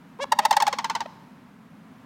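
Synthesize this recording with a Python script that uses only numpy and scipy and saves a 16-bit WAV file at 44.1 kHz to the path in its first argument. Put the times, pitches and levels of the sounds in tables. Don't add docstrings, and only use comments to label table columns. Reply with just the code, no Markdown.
import sys
import numpy as np
from scipy import signal
from scipy.fft import rfft, irfft
from scipy.io import wavfile

SR = 44100
rng = np.random.default_rng(int(sys.argv[2]) if len(sys.argv) > 2 else 0)


def transcribe(signal):
    frames = np.atleast_2d(signal).T
    limited = np.clip(frames, -1, 1)
    pcm = np.round(limited * 32767).astype(np.int16)
    wavfile.write(sys.argv[1], SR, pcm)


N = 90405

# (start [s], snap pitch [Hz], ring pitch [Hz], level [dB], snap gain [dB], snapping [ms], hold [ms])
LEAD_BEATS = [(.3190, 934, 841, -7.5, 1, 6.94, 8.5), (.3876, 949, 833, -6, 1, 6.33, 6.4),
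              (.4500, 922.3, 848, -8, 1.5, 7.55, 9.4), (.5079, 916, 800, -7.5, 1, 6.74, 8.4),
              (.5660, 894, 807, -7, 0.5, 6.24, 6.9), (.6210, 861, 776, -11.5, 2.5, 7.2, 11.5),
              (.6753, 837.7, 726, -12.5, -2.5, 9.3, 9.1)]
MATE_BEATS = [(.5262, 1017, 883, -21, -1.5, 4.9, 15.7), (.6008, 1100, 891, -18.5, -4.5, 5.8, 14.4),
              (.6666, 1103, 897, -19.5, -2, 4.14, 9.1), (.7266, 1088, 904, -21, -3.5, 5.0, 6.9),
              (.7853, 1099, 922, -21, -3, 4.65, 10.7), (.8432, 1032, 880, -21, -3, 4.85, 13.2),
              (.8972, 1073, 894, -21, -3.5, 5.4, 14.2), (.9503, 1010, 851, -20.5, -4.5, 5.8, 14),
              (1.0045, 971, 842, -23, -5.5, 4.1, 13.7)]
# (frequency [Hz], gain [dB])
LEAD_SPECTRUM = [(1750, -0.5), (2300, -10.5), (2750, -5.5), (3700, -4), (4600, -4.5), (5500, -5.5),
                 (6500, -8), (8000, -10), (10500, -14), (16000, -15.5)]
MATE_SPECTRUM = [(2000, 3.5), (3100, 1), (4200, 1.5), (5300, 1), (6400, -1), (8000, -8), (10500, -18),
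                 (16000, -19)]
NOTE_SPECTRUM = [(1100, -10.5), (1700, -8.5), (2250, -8.5), (2800, -10.5), (3400, -9), (4500, -15.5),
                 (5300, -12), (8000, -18), (11000, -26), (16000, -36)]
# (frequency [Hz], gain [dB], decay [ms])
LEAD_WINDPIPE = [(587.4, -22.5, 15.4), (762, -23, 18), (1190, -56, 4.7), (1298, -20.5, 6.6),
                 (1507, -42, 15), (1936, -19.5, 7.4), (2212, -25.5, 9)]
MATE_WINDPIPE = [(677, -20, 9.8), (1160, -23, 22), (1433, -11.5, 5.5), (1564, -17, 13.8), (2250, -24.5, 13)]
# (time [s], pitch [Hz], level [dB], cutoff [Hz], rustle level [dB])
NOTE_CONTOUR = [(0.189, 449.4, -46, 1000, -52), (0.196, 465, -33, 1210, -36), (.203, 523, -33, 1700, -32.5),
                (0.213, 545.6, -29, 4000, -66), (.231, 574.5, -25.5, 7900, -56),
                (0.243, 564, -28, 4400, -25), (0.246, 545, -39, 2000, -44), (.256, 547, -42.5, 1000, -36)]
# (start [s], length [s], pitch [Hz], level [dB], cutoff [Hz])
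GRUNTS = [(0.406, 0.064, 642, -36, 3000), (0.731, 0.013, 532, -28, 2480), (1.0570, 0.0084, 638, -29, 1560)]
# (delay [ms], gain [dB], cutoff [Hz])
LEAD_ECHOES = [(4.7, -9, 1170), (12.3, -16, 1700)]
MATE_ECHOES = [(8.6, -11, 2000), (11.2, -14, 3200)]
# (frequency [Hz], gain [dB])
YARD_SPECTRUM = [(200, 11.5), (600, -5), (1000, 6), (2000, -1), (4000, 2), (8000, -8), (16000, -13)]
# (centre [Hz], width [Hz], level [dB])
HUM_BANDS = [(180.7, 76, -53.5), (215.7, 16, -57), (244.3, 15.5, -57.5)]
# (frequency [Hz], gain [dB])
AIR_SPECTRUM = [(25, -25), (60, -19), (110, -2), (160, -3.5), (260, 7), (330, -4.5), (600, -8),
                (1000, -5.5), (1400, -9), (2000, -13), (3200, -21), (5000, -27.5), (8000, -32.5),
                (15500, -35)]
# (time [s], level [dB])
AIR_LEVEL = [(0, -52.5), (1.2, -51.5), (1.6, -54), (2.05, -51.5)]

LEAD = dict(sag_ms=1.33, swell_ms=4.6, ring_ms=2.3, snap_db=-13.5, lean_rad=0.1, lead_in_db=-20,
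            after_db=-6, after_ms=6.6, bright_hz=20000, dull_hz=3470, rasp_db=-16.5, rasp_ms=3.9)
MATE = dict(sag_ms=1.05, swell_ms=1.37, ring_ms=4.4, snap_db=-6.5, lean_rad=0.23, lead_in_db=-36,
            after_db=-2.5, after_ms=8.2, bright_hz=19900, dull_hz=4500, rasp_db=-11.5, rasp_ms=12.4)
JITTER, RING_EXTRA_JITTER, RING_SAG_PER_S = 0.025, 0.051, 4.7
PIPE_SPREAD = 0.026
LEAD_IN_S = 0.005
TOP_HZ = 16300


def rattle(beats, voice, spectrum, windpipe, size=3800):
    out = np.zeros(N + size)
    s = np.arange(size) / SR - LEAD_IN_S
    ms = s * 1000
    wobble = waver(750)
    rasp = noise(lambda f: gain_at(spectrum, f) * (f > 1000) / (1 + (f / 8000) ** 2))
    lead_in = undb(voice["lead_in_db"]) * np.sin(np.pi / 2 * np.clip(s / LEAD_IN_S + 1, 0, 2)) ** 2
    swell = np.sin(np.pi / 2 * np.clip(ms / voice["swell_ms"], 0, 1)) ** 2
    for start_s, snap_hz, ring_hz, db, snap_db, snap_ms, hold_ms in beats:
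        i = int((start_s - LEAD_IN_S) * SR)
        slack = .5 + .5 * np.tanh((ms - snap_ms) / voice["sag_ms"])
        fade = lambda decay_ms: slack * np.exp(-np.maximum(ms - snap_ms, 0) / decay_ms)
        sagging_hz = ring_hz * np.exp(-RING_SAG_PER_S * (s - hold_ms / 1000))
        jitter = (JITTER + RING_EXTRA_JITTER * slack) * wobble[i:i + size]
        pitch_hz = (snap_hz + (sagging_hz - snap_hz) * slack) * (1 + jitter)
        cutoff_hz = voice["bright_hz"] * (voice["dull_hz"] / voice["bright_hz"]) ** slack
        tone, overtones = syrinx(pitch_hz, spectrum, cutoff_hz, voice["lean_rad"])
        ring = swell / np.sqrt(1 + np.exp(2 * (ms - hold_ms) / voice["ring_ms"]))
        burst = np.exp(-((ms / snap_ms - .58) / .43) ** 4)
        after = undb(voice["after_db"]) * fade(voice["after_ms"])
        snaps = undb(voice["snap_db"]) * (burst + after) * overtones
        grit = undb(voice["rasp_db"]) * fade(voice["rasp_ms"]) * rasp[i:i + size]
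        modes = np.zeros(size)
        for mode_hz, mode_db, decay_ms in windpipe:
            hz = mode_hz * (1 + PIPE_SPREAD * rng.standard_normal())
            modes += undb(mode_db) * fade(decay_ms) * np.sin(2 * np.pi * (hz * s + rng.random()))
        out[i:i + size] += undb(db) * ((ring + lead_in) * tone + modes + undb(snap_db) * (snaps + grit))
    return out[:N]


def syrinx(hz, spectrum, cutoff_hz, lean_rad):
    phase = 2 * np.pi * np.cumsum(hz) / SR
    gain = lambda f: gain_at(spectrum, f) * (f < TOP_HZ) / (1 + (f / cutoff_hz) ** 2)
    return -np.cos(phase), -sum(gain(k * hz) * np.cos(k * phase + lean_rad) for k in range(2, 26))


def opening_note(t, rustle_hz=990, rustle_width_hz=170):
    times_s, *columns = np.array(NOTE_CONTOUR).T
    hz, db, cutoff_hz, rustle_db = (np.interp(t, times_s, column) for column in columns)
    tone, overtones = syrinx(hz * (1 + 0.014 * waver(450)), NOTE_SPECTRUM, cutoff_hz, lean_rad=0.53)
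    rustle = noise(lambda f: 1 / (1 + (2 * (f - rustle_hz) / rustle_width_hz) ** 2))
    on = (t > times_s[0]) & (t < times_s[-1])
    return on * (undb(db) * (tone + overtones) + undb(rustle_db) * rustle)


def grunts(t):
    out, wobble = np.zeros(N), waver(320)
    for start_s, length_s, hz, db, cutoff_hz in GRUNTS:
        on = (t > start_s) & (t < start_s + length_s)
        tone, overtones = syrinx(hz * (1 + 0.055 * wobble[on]), NOTE_SPECTRUM, cutoff_hz, lean_rad=0.34)
        out[on] += undb(db) * np.sin(np.pi * (t[on] - start_s) / length_s) * (tone + 1.67 * overtones)
    return out


def with_echoes(call, echoes):
    f = np.fft.rfftfreq(N, 1 / SR)
    returns = sum(undb(db) * np.exp(-2j * np.pi * f * delay_ms / 1000) / (1 + 1j * f / cutoff_hz)
                  for delay_ms, db, cutoff_hz in echoes)
    return irfft(rfft(call) * (1 + returns), N)


def yard_reverb(calls, t, gain=0.0716, delay_s=0.026, t60_s=1, split_hz=2500):
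    age_s = np.maximum(t - delay_s, 0)
    decay = undb(-60 * age_s / t60_s)
    low = decay * noise(lambda f: gain_at(YARD_SPECTRUM, f) / (1 + (f / split_hz) ** 2))
    high = decay * noise(lambda f: gain_at(YARD_SPECTRUM, f) * f / (f + split_hz))
    response = (age_s > 0) * (low + 1.12 * high) / np.linalg.norm(low + high)
    return gain * signal.fftconvolve(calls, response)[:N]


def machine_hum():
    return sum(undb(db) * noise(lambda f: f / (f + 60) / (1 + (2 * (f - hz) / width_hz) ** 2))
               for hz, width_hz, db in HUM_BANDS)


def outdoor_air(t):
    level_db = np.interp(t, *np.array(AIR_LEVEL).T)
    return undb(level_db) * noise(lambda f: gain_at(AIR_SPECTRUM, f))


def undb(db):
    return 10 ** (np.asarray(db) / 20)


def gain_at(spectrum, hz):
    points_hz, db = np.array(spectrum, float).T
    return undb(np.interp(np.log(np.maximum(hz, 1)), np.log(points_hz), db))


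def noise(gain):
    x = irfft(rfft(rng.standard_normal(N)) * gain(np.fft.rfftfreq(N, 1 / SR)), N)
    return x / x.std()


def waver(cutoff_hz):
    return noise(lambda f: 1 / (1 + (f / cutoff_hz) ** 4))


def scene():
    t = np.arange(N) / SR
    lead = with_echoes(rattle(LEAD_BEATS, LEAD, LEAD_SPECTRUM, LEAD_WINDPIPE), LEAD_ECHOES)
    mate = with_echoes(rattle(MATE_BEATS, MATE, MATE_SPECTRUM, MATE_WINDPIPE), MATE_ECHOES)
    calls = lead + mate + opening_note(t) + grunts(t)
    return (calls + yard_reverb(calls, t) + machine_hum() + outdoor_air(t))[None]


def record(dry):
    ceiling = 0.78
    rounded = dry / (1 + (dry / ceiling) ** 8) ** (1 / 8)
    return signal.sosfilt(signal.ellip(8, .2, 70, TOP_HZ, fs=SR, output="sos"), rounded)


dry = scene()
out = record(dry)
transcribe(out)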